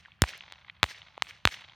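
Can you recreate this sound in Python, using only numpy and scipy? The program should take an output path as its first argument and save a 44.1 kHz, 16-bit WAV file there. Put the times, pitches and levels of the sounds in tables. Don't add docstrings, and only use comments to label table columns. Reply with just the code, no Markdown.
import sys
import numpy as np
from scipy import signal
from scipy.fft import rfft, irfft
from scipy.io import wavfile

SR = 44100
rng = np.random.default_rng(int(sys.argv[2]) if len(sys.argv) > 2 else 0)


def persist_wave(psi):
    counts = np.round(np.clip(psi, -1, 1) * 32767).astype(np.int16)
    wavfile.write(sys.argv[1], SR, np.atleast_2d(counts).T)


N = 77175
TIME = np.arange(N) / SR
FFT_SIZE = 2 * N
FREQ_HZ = np.fft.rfftfreq(FFT_SIZE, 1 / SR)
TOP_HZ, ECHO_TOP_HZ = 16300, 4100


def from_db(db):
    return 10 ** (np.asarray(db) / 20)

def delay(seconds):
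    return np.exp(-2j * np.pi * FREQ_HZ * seconds)

def dull(hz):
    return 1 / (1 + 1j * FREQ_HZ / hz)

def treble_cut(hz, steepness):
    return 1 / np.sqrt(1 + (FREQ_HZ / hz) ** (2 * steepness))

def resonance(hz, q, keep):
    s = 1j * FREQ_HZ / hz
    return s ** ("below", "around", "above").index(keep) / (1 + s / q + s * s)

def wave(response):
    return irfft(response, FFT_SIZE)[..., :N]

def flicker(step_s):
    r = np.exp(-1 / (step_s * SR / 2))
    wobble = signal.lfilter([1], [1, -2 * r, r * r], rng.standard_normal(N))
    return wobble / wobble.std()

def noise_bands():
    edges = 25 * 2 ** np.arange(0, 9.6, .5)
    for low, high in zip(edges, edges[1:]):
        band = signal.butter(3, [low, high], "band", fs=SR, output="sos")
        mid, side = signal.sosfilt(band, rng.standard_normal((2, N + SR // 2)))[:, -N:]
        yield np.sqrt(low * high), (mid + from_db(-12.5) * side * [[1], [-1]]) / mid.std()

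def at_hz(table, hz):
    row_hz, *columns = np.transpose(table)
    return [np.interp(np.log(hz), np.log(row_hz), column) for column in columns]


# frequency in Hz, level of the half-octave band there in dB.
AIR_LEVELS = [(30, -108), (50, -83), (80, -71), (130, -72.5), (180, -75), (260, -90), (450, -91),
              (1000, -80.5), (2500, -72), (3800, -82.5), (5400, -97), (10000, -99), (16000, -99)]

def outdoor_air():
    return sum(from_db(at_hz(AIR_LEVELS, hz)[0]) * noise for hz, noise in noise_bands())


def crack_ages():
    earlier_crack = (-0.082, -16)
    sent = [earlier_crack] + [(row[0], row[-1]) for row in WHIP_CRACKS]
    return [(np.maximum(TIME - start, 1e-9), from_db(db)) for start, db in sent]

def tail_level(fade_s, rise_s=.004):
    power = 0
    for age, gain in crack_ages():
        rise = 1 - np.exp(-age / rise_s)
        power = power + (gain * rise * from_db(-60 * age / fade_s)) ** 2
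    return np.sqrt(power)

def swell_power(delay_s, width=.17):
    return sum(gain ** 2 * np.exp(-(np.log(age / delay_s) / width) ** 2) for age, gain in crack_ages())

# frequency in Hz, near trees' swell in dB, tail in dB, seconds for the tail to fall 60 dB.
PARK_SCATTER = [(257, -78, -69.5, 0.33), (476, -65.5, -67, 0.3), (980, -76, -64.5, 2.8),
                (2137, -41, -59.5, 0.4), (2970, -48.5, -49.5, 1.1), (5000, -46.5, -61.5, 1.3),
                (7500, -59.5, -57, 0.39), (10000, -63, -60, 0.28), (16000, -66, -68, .27)]

def park_scatter(grain_s=0.0023):
    near, far = swell_power(delay_s=.071), swell_power(delay_s=.128)
    shared_grain_db = 2.44 * flicker(grain_s)
    out = 0
    for hz, noise in noise_bands():
        swell_db, tail_db, fade_s = at_hz(PARK_SCATTER, hz)
        far_gain = from_db(-7) / (1 + (hz / 4740) ** 2)
        swell = np.sqrt(near + far * far_gain ** 2) * from_db(swell_db)
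        tail = tail_level(fade_s) * from_db(tail_db)
        grain_db = shared_grain_db + 2.84 * flicker(grain_s)
        grain_db /= 1 + (hz / 4500) ** 2
        bass_cut = min(1, hz / 150) ** 2
        out = out + noise * np.hypot(swell, tail) * from_db(grain_db) * bass_cut
    return out


def smeared_click(smear_s=0.002):
    return rng.standard_normal(N) * np.exp(-TIME / smear_s)

def trunk_ticks(per_second=74):
    hits = rng.random(N) < per_second / SR
    level_db = -11.5 + 3 * np.clip(rng.standard_normal(N), -2, 1.5)
    clicks = hits * from_db(level_db) * tail_level(fade_s=1.8)
    burst = smeared_click()
    smear = rfft(burst / np.linalg.norm(burst), FFT_SIZE)
    tone = resonance(2740, q=0.91, keep="around") * treble_cut(ECHO_TOP_HZ, steepness=10)
    return wave(rfft(clicks, FFT_SIZE) * smear * tone)


# start in seconds (before the lag), level in dB (before the boost), centre pitch in Hz.
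FAR_ECHOES = [(0.049, -35.5, 1830), (0.056, -32, 1920), (0.081, -40.5, 1070), (0.117, -36, 2900),
              (0.189, -47.5, 1550), (0.333, -26.5, 1880), (0.347, -35, 2640), (0.367, -44, 2800),
              (0.406, -25.5, 2710), (0.44, -41.5, 3030), (0.535, -38, 4140), (0.546, -44.5, 2170),
              (0.555, -39, 2420), (0.593, -49, 2010), (0.645, -36.5, 1800), (0.681, -34.5, 1860),
              (0.696, -23.5, 2460), (0.897, -29, 2500), (0.944, -32, 2040), (0.975, -35.5, 2520),
              (1.016, -29.5, 2630), (1.08, -45, 3140), (1.267, -32.5, 2040), (1.307, -27.5, 2050),
              (1.54, -24.5, 2340), (1.565, -36, 2260), (1.639, -33.5, 2650), (1.695, -35.5, 3164)]

def far_echoes(boost_db=8, lag_s=0.001802):
    out = 0
    for start, db, hz in FAR_ECHOES:
        tone = resonance(hz, q=1.23, keep="around") ** 2 * treble_cut(ECHO_TOP_HZ, steepness=10)
        tick = rfft(smeared_click(), FFT_SIZE) * tone
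        tick /= np.linalg.norm(wave(tick))
        out = out + from_db(db + boost_db) * tick * delay(start + lag_s)
    return wave(out)


# start in seconds, level in dB, low edge in Hz, high edge in Hz, ground bounce delay in
# milliseconds, bounce and microphone ring in dB (both added to the level), microphone thump in dB,
# level sent into the park in dB.
WHIP_CRACKS = [(0.22, 15, 486, 10800, .54, -6.5, -44, -8, 0.5),
               (.2390, 12.5, 600, 1940, 1.13, -12, -26.5, -59.5, -20),
               (0.5233, -9.5, 663, 3860, .83, -33, -5, -60, -36),
               (0.8307, 19.5, 745, 3150, 0.79, -11.5, -5.5, -19.5, -4.5),
               (0.8408, 8.5, 443, 3000, 1.01, -11.5, -13.5, -58.5, -7),
               (1.1782, 7.5, 1310, 1094, 0.28, 1.6, -36, -78, -46),
               (1.2223, 12, 710, 3410, 0.959, -6.5, -15, -48, -9),
               (1.4532, 20, 794, 3300, 0.713, -13.5, -8.5, -15, -2.5),
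               (1.4746, 16.5, 868, 2930, 0.66, -22, -40, -47, -10)]

def whip_cracks():
    ring, thump = microphone_ring(), microphone_thump()
    out = 0
    for start, db, low_hz, high_hz, bounce_ms, bounce_db, ring_db, thump_db, _ in WHIP_CRACKS:
        shock = resonance(low_hz, q=0.54, keep="above")
        shock *= resonance(high_hz, q=0.95, keep="below") * dull(high_hz)
        bounce = shock * from_db(bounce_db) * delay(bounce_ms / 1000) * dull(6354)
        crack = from_db(db) * (shock + bounce + from_db(ring_db) * ring)
        out = out + delay(start) * (crack + from_db(thump_db) * thump)
    bright_echo = from_db(-37.5) * delay(.1575) * resonance(8900, q=0.65, keep="above")
    return wave(out * (1 + bright_echo) * treble_cut(TOP_HZ, steepness=10) ** 2)

def microphone_ring(hz=3333, q=5.5):
    return resonance(hz, q, keep="around") / q * delay(0.000329)

def microphone_thump(recovery_s=0.0064):
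    recovery = -SR / (1 / recovery_s + 2j * np.pi * FREQ_HZ)
    bass_cut = resonance(63, q=0.98, keep="above") ** 3
    snap = from_db(2) * resonance(10650, q=3.7, keep="around")
    return recovery * bass_cut * dull(453) + snap


def scene():
    left, right = whip_cracks() + far_echoes() + trunk_ticks() + park_scatter() + outdoor_air()
    right = from_db(0.29) * wave(rfft(right, FFT_SIZE) * delay(9.2e-6))
    return np.array([left, right])

def record(dry):
    clipped = np.clip(dry, -.97, .97)
    return wave(rfft(clipped, FFT_SIZE) * treble_cut(TOP_HZ, steepness=60))


dry = scene()
out = record(dry)
persist_wave(out)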